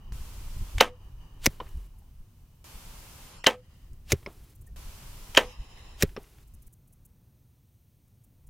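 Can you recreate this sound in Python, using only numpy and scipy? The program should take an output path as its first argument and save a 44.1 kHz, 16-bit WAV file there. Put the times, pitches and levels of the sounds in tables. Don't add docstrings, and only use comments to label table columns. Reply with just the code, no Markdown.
import sys
import numpy as np
from scipy import signal
from scipy.fft import rfft, irfft, next_fast_len
from scipy.io import wavfile
from scipy.ndimage import uniform_filter1d

SR = 44100
rng = np.random.default_rng(int(sys.argv[2]) if len(sys.argv) > 2 else 0)


def elevation(decibels):
    levels = np.asarray(decibels, float)
    return 10 ** (levels / 20)


def waveform_to_disk(signal):
    frames = np.transpose(np.atleast_2d(signal))
    scaled = np.clip(frames, -1, 1) * 32767
    samples = np.round(scaled).astype(np.int16)
    wavfile.write(sys.argv[1], SR, samples)


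N = 374497
T = np.arange(N) / SR


def colour(x, spectrum):
    hz, db = np.transpose(spectrum)
    f = np.fft.rfftfreq(x.shape[-1], 1 / SR)
    gain = elevation(np.interp(np.log(f + 1), np.log(hz), db))
    y = irfft(rfft(x) * gain, x.shape[-1])
    return y / np.sqrt(np.mean(y ** 2))


def noise(spectrum, size=8192):
    return colour(rng.standard_normal(size), spectrum)


def wide(spectrum, size):
    mid, side = rfft(noise(spectrum, size=(2, size)))
    f = np.fft.rfftfreq(size, 1 / SR)
    side = side * elevation(np.interp(np.log(f + 1), np.log([100, 380, 4000]), [-30, -6, -1]))
    return irfft(np.array([mid + side, mid - side]), size)


def hump(hz, width, fall_db=-30):
    low = max(hz - width / 2, hz / 4)
    return [(low / 2, fall_db), (low, -3), (hz, 0), (hz + width / 2, -3), (hz + 2 * width, fall_db)]


def fade(t, t60, rise=0.00013):
    return np.clip(t / rise, 0, 1) * elevation(-60 * np.maximum(t, 0) / t60)


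def ring(t, modes, spread=0.027, rise=0.00044, scatter_db=-1.0):
    out = 0
    for hz, db, t60 in modes:
        detune, reweight, phase = rng.standard_normal(3)
        tone = np.sin(2 * np.pi * hz * (1 + spread * detune) * t + phase)
        out = out + elevation(db + scatter_db * reweight) * fade(t, t60, rise) * tone
    return out


def struck(t, modes, rise=0.00031, align=0.):
    return sum(elevation(db) * fade(t, t60, rise) * np.sin(2 * np.pi * hz * (t - align)) for hz, db, t60 in modes)


def add(out, s, x, lead=0.):
    i = int((s - lead) * SR)
    out[..., i:i + x.shape[-1]] += x[..., :N - i]


def walk(rate):
    k = int(SR / rate)
    steps = np.repeat(rng.standard_normal(N // k + 1), k)
    return 1.2 * uniform_filter1d(steps, k)[:N]


def ramp(start, length):
    return np.clip((T - start) / length, 0, 1)


def ducking():
    out = 0
    for (_, _, start, _, _), (_, _, _, duck_db, returns) in zip(CUT_IN, SUPPRESSION):
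        out = out + duck_db * (ramp(start, .12) - ramp(returns, 0.22))
    return out


# burst_db, settled_db, cut_s
LIFTS = [
    (-56, -62, 1.872),
    (-59.5, -61.5, 4.536),
    (-58, -61.5, 6.44),
]


def lift():
    out = 0
    for (s, *_), (burst_db, settled_db, cut) in zip(HITS, LIFTS):
        times = [0, 0.049, 0.14, .19, cut - s]
        levels = [-90, burst_db, settled_db - 3, settled_db, settled_db - 3.5]
        out = out + elevation(np.interp(T - s, times, levels)) * (T > s) * (T < cut)
    return out


# freq_hz, level_db
RUMBLE_SPECTRUM = [(15, -39), (25, -13), (60, -4), (112, -0.5), (180, -11), (260, -18), (400, -26),
                   (1000, -35), (2500, -45), (3300, -70)]
# freq_hz, level_db
AIR_SPECTRUM = [(1500, -13.5), (2500, -2.5), (4200, -3.5), (5000, -5.5), (6200, -1.5), (7500, -6.5),
                (9000, -1), (10500, -5.5), (12000, -0.5), (14800, 2), (16000, -0.5)]
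# freq_hz, level_db
LIFTED_SPECTRUM = [(180, -35.5), (300, -4.5), (418, -1.5), (502, -13), (828, -14), (7820, -20),
                   (12500, -19), (16000, -21.5)]


def open_range():
    rumble_db = -58.5
    rumble = elevation(rumble_db + 1.5 * walk(1.6)) * noise(RUMBLE_SPECTRUM, size=N)
    air = elevation(-73.5 + .9 * ducking()) * noise(AIR_SPECTRUM, size=N)
    side = elevation(rumble_db - 22.5) * noise(RUMBLE_SPECTRUM[:6] + [(500, -60)], size=N)
    lifted = lift() * noise(LIFTED_SPECTRUM, size=N)
    return rumble + air + side * np.array([[1], [-1]]) + lifted


def slots(bands, wash_db, tilt_db, extra_hz=120):
    f = np.linspace(250, 16000, 800)
    tops = [db - 6 * np.abs((f - hz) / (.5 * width + extra_hz)) ** 2.5 for hz, width, db in bands]
    wash = wash_db + tilt_db * np.log2(f / 1000)
    return np.transpose([f, np.max(tops + [wash], axis=0)])


# freq_hz, width_hz, level_db
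BANDS = [
    [(980, 300, 0.5), (1300, 90, -2), (1770, 100, -8), (2498, 110, -4.5), (2950, 110, -1), (3860, 250, -11),
     (4770, 110, -13), (5430, 120, -12), (6120, 110, -13.5)],
    [(1240, 100, -1), (1900, 140, -1.5), (2250, 90, -6), (2950, 210, 1), (4044, 150, -8), (4870, 150, -5),
     (6200, 150, -7.5), (6863, 160, -10.5), (9125, 80, -8.5)],
    [(937, 280, 3.5), (1940, 420, -1), (2840, 530, 1.5), (3875, 500, -2), (5200, 450, -3),
     (5750, 150, -9.5), (6815, 350, -7), (7450, 200, -10), (8370, 150, -16.5), (9600, 150, -9),
     (10200, 150, -13), (11100, 100, -13.5)],
]
BAND_CHANGE_S = [2.64, 4.76]
# level_db at 1 kHz, tilt_db per octave
WASH = [
    (-10, -6),
    (-6, -3),
    (-7, -4.5),
]
# bands_db, fade_start_s, rest_db, hiss_duck_db, hiss_return_s
SUPPRESSION = [
    (-65, 1.7, -78.5, -11.5, 0.83),
    (-70, 3.87, -96.5, -17, 3.56),
    (-57, 5.95, -81.5, -8, 6.17),
]
ARCHER_OUT_S = 6.6835


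def residue():
    shot, size = np.searchsorted(BAND_CHANGE_S, T), next_fast_len(N)
    opened = CUT_IN[0][0]
    left = 0
    for k, (bands, (top_db, fades, rest_db, *_)) in enumerate(zip(BANDS, SUPPRESSION)):
        start = CUT_IN[k][2]
        present = ramp(start - .12 / 2, .12) - ramp(fades, 0.3)
        band_db = rest_db + (top_db - rest_db) * present
        band_db = np.where(T < opened, -63, band_db)
        total = sum(width * elevation(2 * db) for _, width, db in bands)
        for group in (bands[::2], bands[1::2]):
            share = np.sqrt(sum(width * elevation(2 * db) for _, width, db in group) / total)
            level = elevation(band_db + 1.9 * walk(30) + 1.2 * walk(6))
            left = left + (shot == k) * share * level * wide(slots(group, *WASH[k]), size)[:, :N]
    thin = elevation(-74.5 + ducking()) * (T > opened) * wide(HISS_SPECTRUM, size)[:, :N]
    return (thin + left) * (T < ARCHER_OUT_S)


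# freq_hz, level_db
HISS_SPECTRUM = [(76, -30), (130, -2.5), (315, -12.5), (678, -14.5), (1030, -11), (1750, -19),
                 (2890, -15.5), (3680, -19), (4880, -18.5), (15100, -21.5), (16000, -31.5)]
# cut_in_s, hiss_db, suppression_start_s, fall_s, band_spread_s
CUT_IN = [
    (0.123, -54, .80, .06, .03),
    (2.642, -53, 3.3, 0.06, 0.0496),
    (4.761, -53.5, 5.42, .08, .05),
]


def archer_hiss():
    out, t = np.zeros((2, N)), np.arange(40960) / SR
    edges = np.linspace(60, 16000, 41)
    f = np.fft.rfftfreq(len(t), 1 / SR)
    band = np.digitize(f, edges)
    for s, db, start, fall, spread in CUT_IN:
        full = rfft(wide(HISS_SPECTRUM, len(t)))
        late = spread * (0.84 * rng.standard_normal(len(edges)) + 2.8 - 3.5 * edges / edges[-1])
        hiss = 0
        for k in range(1, len(edges)):
            gate = elevation(-40 * np.clip((t + s - start - late[k]) / fall, 0, 2))
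            hiss = hiss + irfft(full * (band == k)) * gate
        add(out, s, elevation(db) * hiss)
    return out


# time_s, level_db
BREEZE = [(0, -41), (1.3, -46), (1.7, -49.5), (2.5, -55), (3.15, -45), (3.6, -61.5), (3.9, -48), (4.4, -52),
          (4.85, -44.5), (5.8, -47), (6.35, -54), (6.68, -49)]
# peak_s, peak_db
GUSTS = [(.1, -44), (.16, -36), (.575, -31.5), (0.623, -28), (.69, -37), (0.779, -28), (1.26, -39.5),
         (1.482, -34), (1.777, -36), (2.21, -39.5), (2.44, -51), (2.77, -41), (3.93, -38.5), (4.14, -36),
         (4.19, -41.5), (4.28, -43), (4.86, -40), (4.95, -40.5), (5.04, -43), (5.15, -41), (5.3, -36.5),
         (5.6, -36.5), (6.058, -32), (6.27, -48), (6.55, -42)]
# freq_hz, level_db
GUST_SPECTRUM = [(12, -28), (20, 6.5), (33, -3), (51, -2.5), (91, -10), (123, -16.5), (275, -34.5),
                 (400, -37), (520, -61.5), (880, -120)]
# start_s, level_db, pitch_hz, t60_s
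BUFFETS = [
    (0.121, -20.5, 39, 0.037),
    (.575, -33, 36.3, 0.83),
    (1.773, -28, 44.6, 0.3),
]
# time_s, level_db
TARGET_WIND = [
    (6.68, -68),
    (7.05, -60),
    (7.3, -77),
    (8.3, -73),
    (8.5, -52),
]


def wind():
    db = np.interp(T, *np.transpose(BREEZE))
    for s, peak_db in GUSTS:
        db = np.maximum(db, peak_db - np.maximum(260 * (s - T), 329 * (T - s)))
    level = elevation(db + 2.6 * walk(22)) * np.clip((ARCHER_OUT_S - T) * 400, 0, 1)
    mid, side = level * noise(GUST_SPECTRUM, size=(2, N))
    t = np.arange(16384) / SR
    for s, db, hz, t60 in BUFFETS:
        add(mid, s, -elevation(db) * fade(t, t60, 0.0037) * np.sin(2 * np.pi * hz * t + 0.84))
    low = noise([(14, -19.0), (25, 1), (50, -3.0), (110, -30.5), (300, -90.5)], size=N)
    mid = mid + elevation(np.interp(T, *np.transpose(TARGET_WIND), left=-120)) * low
    return mid + elevation(-28.0) * side * np.array([[1], [-1]])


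# start_s, level_db
STROKES = [(1.983, -65), (4.549, -60.5), (4.609, -59.5), (4.664, -59), (6.473, -63.5), (6.536, -57.5),
           (6.618, -59), (6.665, -57.5), (6.725, -58), (6.873, -65.5), (6.924, -61), (7.049, -57),
           (8.075, -72), (4.32, -63), (4.435, -65), (4.495, -62.5), (8.236, -63.5), (8.466, -63)]


def grasshopper(tooth_hz=240):
    out, t = np.zeros(N), np.arange(8192) / SR
    hz = 10400
    spectrum = [(hz * 0.47, -34), (hz * 0.58, -8), (hz, 0), (16000, -4)]
    for s, db in STROKES:
        length = .0165 + .0003 * (db + 60)
        pegs = 0.35 + np.sin(np.pi * tooth_hz * t) ** 2
        stroke = np.clip(np.minimum(t / 0.0031, (length - t) / 0.0018), 0, 1)
        add(out, s, elevation(db) * pegs * stroke * noise(spectrum))
    return out


# start_s, level_db
SPLICE = (400, 6300, 0.0055)
SPLICES = [(0.122, -34.5), (4.761, -41), (6.683, -60)]
STRAW = (1800, 2400, 0.029)
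STRAWS = [(1.668, -52), (4.229, -54), (6.092, -50.5), (6.241, -55.5), (6.266, -62), (6.384, -57)]
GEAR = (10000, 9300, 0.027)
GEARS = [(1.689, -55), (1.754, -68), (1.772, -58), (3.932, -59.5), (5.725, -68), (6.23, -54.5)]
THUD = (320, 500, 0.053)
THUDS = [(4.3, -51), (4.69, -60)]
RUSTLE = (900, 240, 0.31)
RUSTLES = [(1.94, -71), (2.02, -68.5)]
# start_s,
# pitch_hz, level_db
STALKS = [(1.6235, 2950, -52), (1.633, 1000, -47), (1.661, 4100, -56.5), (1.663, 2200, -55),
          (1.678, 2100, -53), (1.679, 3000, -55), (1.683, 2600, -57), (1.689, 2900, -53),
          (1.690, 1300, -56), (1.466, 2000, -23.5)]
# start_s, pitch_hz, level_db, t60_s
CHIRP = (4.672, 1830, -55, .06)


def ticks():
    out, t = np.zeros(N), np.arange(8192) / SR
    kinds = ((SPLICE, SPLICES), (STRAW, STRAWS), (GEAR, GEARS), (THUD, THUDS), (RUSTLE, RUSTLES))
    for (hz, width, t60), rows in kinds:
        for s, db in rows:
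            add(out, s, elevation(db) * fade(t, t60) * noise(hump(hz, width)))
    for s, hz, db in STALKS:
        add(out, s, struck(t, [(hz, db, 0.011)]))
    add(out, CHIRP[0], ring(t, [CHIRP[1:]], spread=0, rise=.005, scatter_db=0))
    return out


# start_s, crack_db, second_knock_db, thump_db, scatter_db
LATE = [
    (1.6015, -38, -0.5, -35.5, -47),
    (4.2619, -41.5, -12.5, -34.5, -46.5),
    (6.1649, -36, -6, -28.5, -49),
]
# freq_hz, level_db
FAR_SPECTRUM = [(150, -36), (250, 5.5), (921, 1.5), (1140, 1), (1730, -7.5), (2330, -6), (4380, -12.5),
                (5250, -26), (5740, -17), (6370, -59), (9000, -48), (11700, -74), (19800, -120)]
# pitch_hz, level_db, t60_s
KNOCKS = [
    [(980, -25, 0.018), (1330, -40, 0.026), (636, -48, 0.022), (3060, -45, 0.024), (3900, -48, 0.02)],
    [(1043, -32, 0.038), (597, -38.5, 0.054), (2200, -26.5, 0.012), (3700, -39, .012), (5200, -29, 0.0092)],
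    [(1104, -32, 0.024), (624, -63, 0.078), (1990, -47, 0.0099), (2700, -40.5, 0.024), (5340, -38.5, 0.012)],
]


def late_hit():
    out, t = np.zeros(N), np.arange(8192) / SR
    for (s, crack_db, second_db, thump_db, scatter_db), modes, block in zip(LATE, KNOCKS, BLOCK):
        knock = ring(t, modes, spread=0.005, rise=0.00079, scatter_db=3.5)
        knock = knock + elevation(second_db) * ring(t - .004, modes, spread=0.083, scatter_db=1.0)
        ground = colour(noise(FAR_SPECTRUM), [(1000, 5), (6000, -9)])
        scatter = elevation(scatter_db) * fade(t - .006, 0.19, 0.0012) * ground
        crack = elevation(crack_db) * fade(t, 0.057) * noise(FAR_SPECTRUM)
        thump = ring(t - .011, block[2:], spread=0.054, rise=0.0015, scatter_db=-2.0)
        add(out, s, knock + scatter + crack + elevation(thump_db) * thump)
    return out


# start_s, punch_db, slide_s, slide_db
HITS = [
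    (1.4595, -10, .0108, -26),
    (4.1200, -10, .0105, -26),
    (6.0239, -9.5, .0103, -23.5),
]
# second_bite_s, second_bite_db, thump_db, whoosh_db
BITES = [
    (0.004, -7.5, -18, -37),
    (.0025, -15, -14, -37),
    (0.0037, -16.5, -11.5, -36.5),
]
# freq_hz, level_db
WHOOSH_SPECTRUM = [(180, -39), (300, -9.5), (1280, -8), (1560, -6.5), (2840, -2.5), (4910, -6.5),
                   (6300, -7.5), (13100, -14), (16000, -14.5)]
PUNCH_SPECTRUM = [(240, -29.5), (400, 1), (1040, -14), (2150, 6), (3260, -11), (5600, -2.5), (10500, -14),
                  (16000, -20)]
SLIDE_SPECTRUM = [(180, -22.5), (300, 8), (1200, -14), (2300, -3), (3350, -13), (5700, -7), (7440, -10.5),
                  (16000, -9.5)]
# pitch_hz, level_db, t60_s
POINT = [
    [(2170, -4, 0.0081), (4110, -5.5, .005), (5900, -3, 0.0057), (7250, -10.5, 0.0036), (12000, 2, .0036),
     (1056, -9, 0.012), (3000, -12.5, 0.0055)],
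    [(2200, -1.5, 0.0083), (3740, -9.5, 0.0091), (6690, -2, 0.0057), (5300, -11, .005),
     (12240, -5.5, .0036), (602, -9, 0.017), (8500, -5.5, 0.0046)],
    [(2370, -5.5, .006), (3860, -9.5, 0.011), (5630, 0, 0.0096), (1740, -7.5, 0.02), (11900, -4, .0036),
     (7700, -3.5, 0.0039), (397, -5, 0.012)],
]
# pitch_hz, level_db, t60_s
BLOCK = [
    [(75, -1.5, 0.067), (134, -1.5, 0.061), (224, 1.4, 0.036), (333, 5, 0.022), (544, 0, 0.028)],
    [(82.4, -2, 0.088), (131.4, -0.5, 0.06), (205, -1, 0.03), (401.7, 2, 0.039), (520, -10.5, 0.045)],
    [(91.4, -2.5, 0.066), (149, -1.5, 0.049), (262, -2, 0.028), (412, 0.7, 0.035), (537, -16.5, 0.059)],
]


def arrow():
    out, lead = np.zeros(N), .15
    t = np.arange(16384) / SR - lead
    for (s, punch_db, slide, slide_db), bites, point, block in zip(HITS, BITES, POINT, BLOCK):
        bite, bite_db, thump_db, whoosh_db = bites
        near = (0.011 / (.012 - np.minimum(t + 0.014, 0))) ** 2.01
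        near = near * np.clip((t + lead - .06) / 0.054, 0, 1) * elevation(-700 * np.maximum(t, 0))
        whoosh = elevation(whoosh_db) * near * noise(WHOOSH_SPECTRUM, size=len(t))
        punch = elevation(punch_db) * fade(t, 0.0095, .0001) + elevation(bite_db) * fade(t - bite, 0.02, 0.0004)
        punch = elevation(-3.0) * punch * noise(PUNCH_SPECTRUM, size=len(t))
        shaft = elevation(punch_db) * ring(t, point, spread=0.01, rise=.0001, scatter_db=-0.2)
        again = ring(t - bite, point[:3], spread=0.02, rise=0.00032, scatter_db=5.0)
        shaft = shaft + elevation(bite_db) * again
        rub = (t > 0) * np.clip((slide - t) / 0.0014, 0, 1) + elevation(-34) * fade(t - slide, 0.045)
        rub = elevation(slide_db) * rub * noise(SLIDE_SPECTRUM, size=len(t))
        thump = ring(t - slide + .001, block, spread=0.01, rise=0.0027, scatter_db=-0.3)
        thump = thump + elevation(-18) * ring(t, block[2:], rise=0.0023)
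        straw = noise(hump(1498, 2000, fall_db=-25.0), size=len(t))
        settle = elevation(-28.5) * fade(t - slide, 0.09) * straw
        add(out, s, whoosh + punch + shaft + rub + elevation(thump_db) * (thump + settle), lead)
    return out


# lead_s, second_click_db
JAW = [
    (.0261, -16),
    (.0263, -10.5),
    (.0253, -7),
]
# pitch_hz, level_db, t60_s
JAW_MODES = [
    [(3030, -22, .01), (1720, -26.5, .01), (4630, -28, .008)],
    [(1920, -19.5, 0.025), (3100, -29, .01), (5300, -31, .012)],
    [(3100, -20, .012), (900, -25.5, .012), (5800, -27, .008)],
]
# freq_hz, level_db
TRIGGER_SPECTRUM = [(290, -35.5), (500, -5.5), (1360, -4.5), (3020, -1), (4210, -11.5), (5710, -9),
                    (14200, -24), (16000, -30)]
NOCK_LEAD_S = [0.016, 0.012, .0127]


def release(t, shot):
    lead, again_db = JAW[shot]
    modes, nock_db = JAW_MODES[shot], RISER[shot][2]
    click = struck(t + lead, modes) + elevation(again_db) * struck(t + lead - .006, modes, rise=.001)
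    tick = fade(t + lead, 0.019) + elevation(-16) * fade(t + lead + .003, 0.017)
    tick = tick + elevation(-12.5) * fade(t + lead - .006, 0.046, 0.0064)
    tick = tick + elevation(nock_db) * fade(t + NOCK_LEAD_S[shot], 0.021)
    return click + elevation(-22) * tick * noise(TRIGGER_SPECTRUM, size=len(t))


def string_whip(t, lead, whip_s, end_hz, whip_db):
    run = np.clip(1 + t / whip_s, -1, 1.2)
    pitch = np.maximum(1500 + (end_hz - 1500) * run, 500)
    sweep = np.sin(2 * np.pi * np.cumsum(pitch) / SR)
    swell = elevation(30 * np.minimum(run - .6, 0) - 130 * np.maximum(-run, 0)) * (run > -1)
    swell = swell * fade(t + lead, 1e9) * elevation(-3000 * np.maximum(t, 0))
    rough = elevation(3.3 * noise(hump(680, 700), size=len(t)))
    return elevation(whip_db) * swell * sweep * rough


# pitch_hz, level_db, t60_s
CABLES = [(3056, 0.5, .014), (2840, -5.5, .014)]
# delay_s, level_db
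PLUCKS = [
    [(-.0045, -7), (-.0025, -3), (.002, -12), (.008, -16.5), (.013, -20), (.021, -21), (.037, -24.5)],
    [(-.0055, 0.5), (-.003, 1.5), (.0035, -2.5), (.0095, -13), (.017, -18), (.022, -21), (.035, -25)],
    [(-.005, -4.5), (-.0035, 5), (.004, -1.5), (.0095, -11.5), (.0145, -16.5), (.022, -19.5), (.034, -25)],
]


def cable_hum(t, shot):
    hum = 0
    for lag, db in PLUCKS[shot]:
        hum = hum + elevation(db) * ring(t - lag, CABLES, spread=.012, rise=0.0012, scatter_db=0.6)
    return hum


# delay_s, level_db
REBOUNDS = [
    [(-.0045, -16), (-.0022, -4), (0.0005, 8.5), (.005, -8.5), (.009, -14.5), (.016, -19), (0.0254, -20),
     (.0355, -25.5)],
    [(-.0045, -16.5), (-.0022, -6.5), (0, 6.5), (.004, -9.5), (.009, -12), (.016, -18), (0.031, -22),
     (.04, -23.5)],
    [(-.0045, -21.5), (-.0005, -4.5), (0.001, 2), (.0055, -7), (.0105, -10.5), (.017, -21.5), (0.027, -24),
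     (.037, -23.5)],
]
# freq_hz, level_db
SLAP_SPECTRUM = [(120, -33), (200, -8.5), (836, -0.5), (2650, 0.5), (5130, -12.5), (6520, -7), (7410, -21),
                 (8270, -16), (13600, -31.5), (15000, -32.5), (15600, -50)]
# freq_hz, level_db
DULLER = [(3500, -1), (4600, -5), (14800, -6.5), (15500, -25)]
# pitch_hz, level_db, t60_s
CRACK = [
    [(910, -2, .014), (1910, -11.5, 0.0083), (2640, -7.5, .012), (3880, -12, 0.014), (6370, -17.5, .008)],
    [(786.4, 0.5, 0.015), (1740, -10.5, .010), (2480, -4, .014), (5192, -15, 0.01), (6364, -14, 0.00802)],
    [(720, -5.5, .014), (1680, -5, .012), (2500, -6, .012), (5520, -12, .008), (5960, -13, 0.0095)],
]


def string_slap(t, shot):
    crack = struck(t - .0002, CRACK[shot], rise=0.0016)
    slaps = sum(elevation(db) * fade(t - lag, 0.0096) for lag, db in REBOUNDS[shot][:3])
    bright = noise([(7000, -30), (11500, -3.5), (15000, -0.5), (15700, -26)], size=len(t))
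    grit = elevation(-4.5) * noise(SLAP_SPECTRUM, size=len(t)) + elevation(-24.0) * bright
    later = sum(elevation(db) * fade(t - lag, 0.011) for lag, db in REBOUNDS[shot][3:])
    return crack + slaps * grit + later * colour(noise(SLAP_SPECTRUM, size=len(t)), DULLER)


# pitch_hz, level_db, t60_s
LIMBS = [(139.24, -26.5, 0.042), (221, -25.5, 0.2), (274.5, -13, .07), (693.4, -13, 0.07),
         (881, -14.5, 0.08), (1065, -12, 0.051), (1287, -23, 0.14), (1558, -16.5, 0.11), (1790, -11, .08),
         (1997, -15.5, 0.094), (2460, -17.5, 0.042), (2686, -10, 0.064), (2864, -13.5, 0.054),
         (3120, -14, 0.075), (3920, -16, 0.052), (4810, -18.5, 0.027)]
GRIP_HZ = [250, 480, 750, 1050, 1700, 3000]
GRIP_DB = [
    (-1.5, 1, 3.5, 2.2, -3, -1),
    (-0.5, -0.5, 4.1, 4.8, 0, 2),
    (-3.5, 1, 0.5, 1.5, -2, 1),
]
# pitch_hz, level_db, t60_s
LIMB_PAIR = [(430, -8.5, .065), (528, -5, .065)]
# lasting_ring_db, t60_s, nock_click_db
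RISER = [
    (-20, 0.3, -30),
    (-21.5, 0.32, -19),
    (-19.5, 0.26, -3.5),
]


def limb_ring(t, shot):
    limbs = [(hz, db + np.interp(hz, GRIP_HZ, GRIP_DB[shot]), t60) for hz, db, t60 in LIMBS]
    shiver = elevation(2.3 * noise(hump(70, 90), size=len(t)))
    body = shiver * ring(t + .001, limbs, spread=0.0043, rise=0.0014, scatter_db=0.4)
    body = body + struck(t, LIMB_PAIR, rise=0.0034, align=.0027)
    riser_db, riser_t60, _ = RISER[shot]
    riser_hz = 497
    pair = [(riser_hz, riser_db, riser_t60), (riser_hz + 9, riser_db - 11, riser_t60)]
    gate = elevation(-350 * np.maximum(t - .135, 0))
    body = body + gate * ring(t, pair, spread=0.0036, rise=.065, scatter_db=0.5)
    return elevation(-2.5) * body


# freq_hz, level_db
RATTLE_SPECTRUM = [(120, -37.5), (200, -12), (509, 0), (1230, -5.5), (1420, -18.5), (1770, -10.5),
                   (3070, -12), (4200, -23.5), (8420, -29), (15000, -42), (15600, -60.5)]


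def rattle(t):
    gate = elevation(-18 - 350 * np.maximum(t - 0.074, 0))
    return gate * fade(t, 0.2, 0.00053) * noise(RATTLE_SPECTRUM, size=len(t))


# start_s, level_db, whip_lead_s, whip_end_hz, whip_db
SHOTS = [
    (0.8087, -4, 0.0088, 5200, -11.5),
    (3.469, -5.5, 0.0072, 6410, -10.5),
    (5.3743, -3.5, 0.0065, 5957, -14.5),
]


def bow():
    out, lead = np.zeros(N), .05
    t = np.arange(24576) / SR - lead
    for shot, (s, db, whip_s, end_hz, whip_db) in enumerate(SHOTS):
        string = string_whip(t, lead, whip_s, end_hz, whip_db) + string_slap(t, shot)
        x = release(t, shot) + string + cable_hum(t, shot) + limb_ring(t, shot) + rattle(t)
        add(out, s, elevation(db) * x, lead)
    return out


def scene():
    background = open_range() + residue() + archer_hiss() + wind() + grasshopper() + ticks()
    return background + late_hit() + arrow() + bow()


def top_cut(x):
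    return signal.sosfilt(signal.butter(12, 16520, fs=SR, output="sos"), x)


def record(dry):
    low_pass = signal.ellip(8, .2, 60, 15900, fs=SR, output="sos")
    mix = signal.sosfilt(low_pass, np.clip(dry, -.88, .88))
    return top_cut(mix)


dry = scene()
out = record(dry)
waveform_to_disk(out)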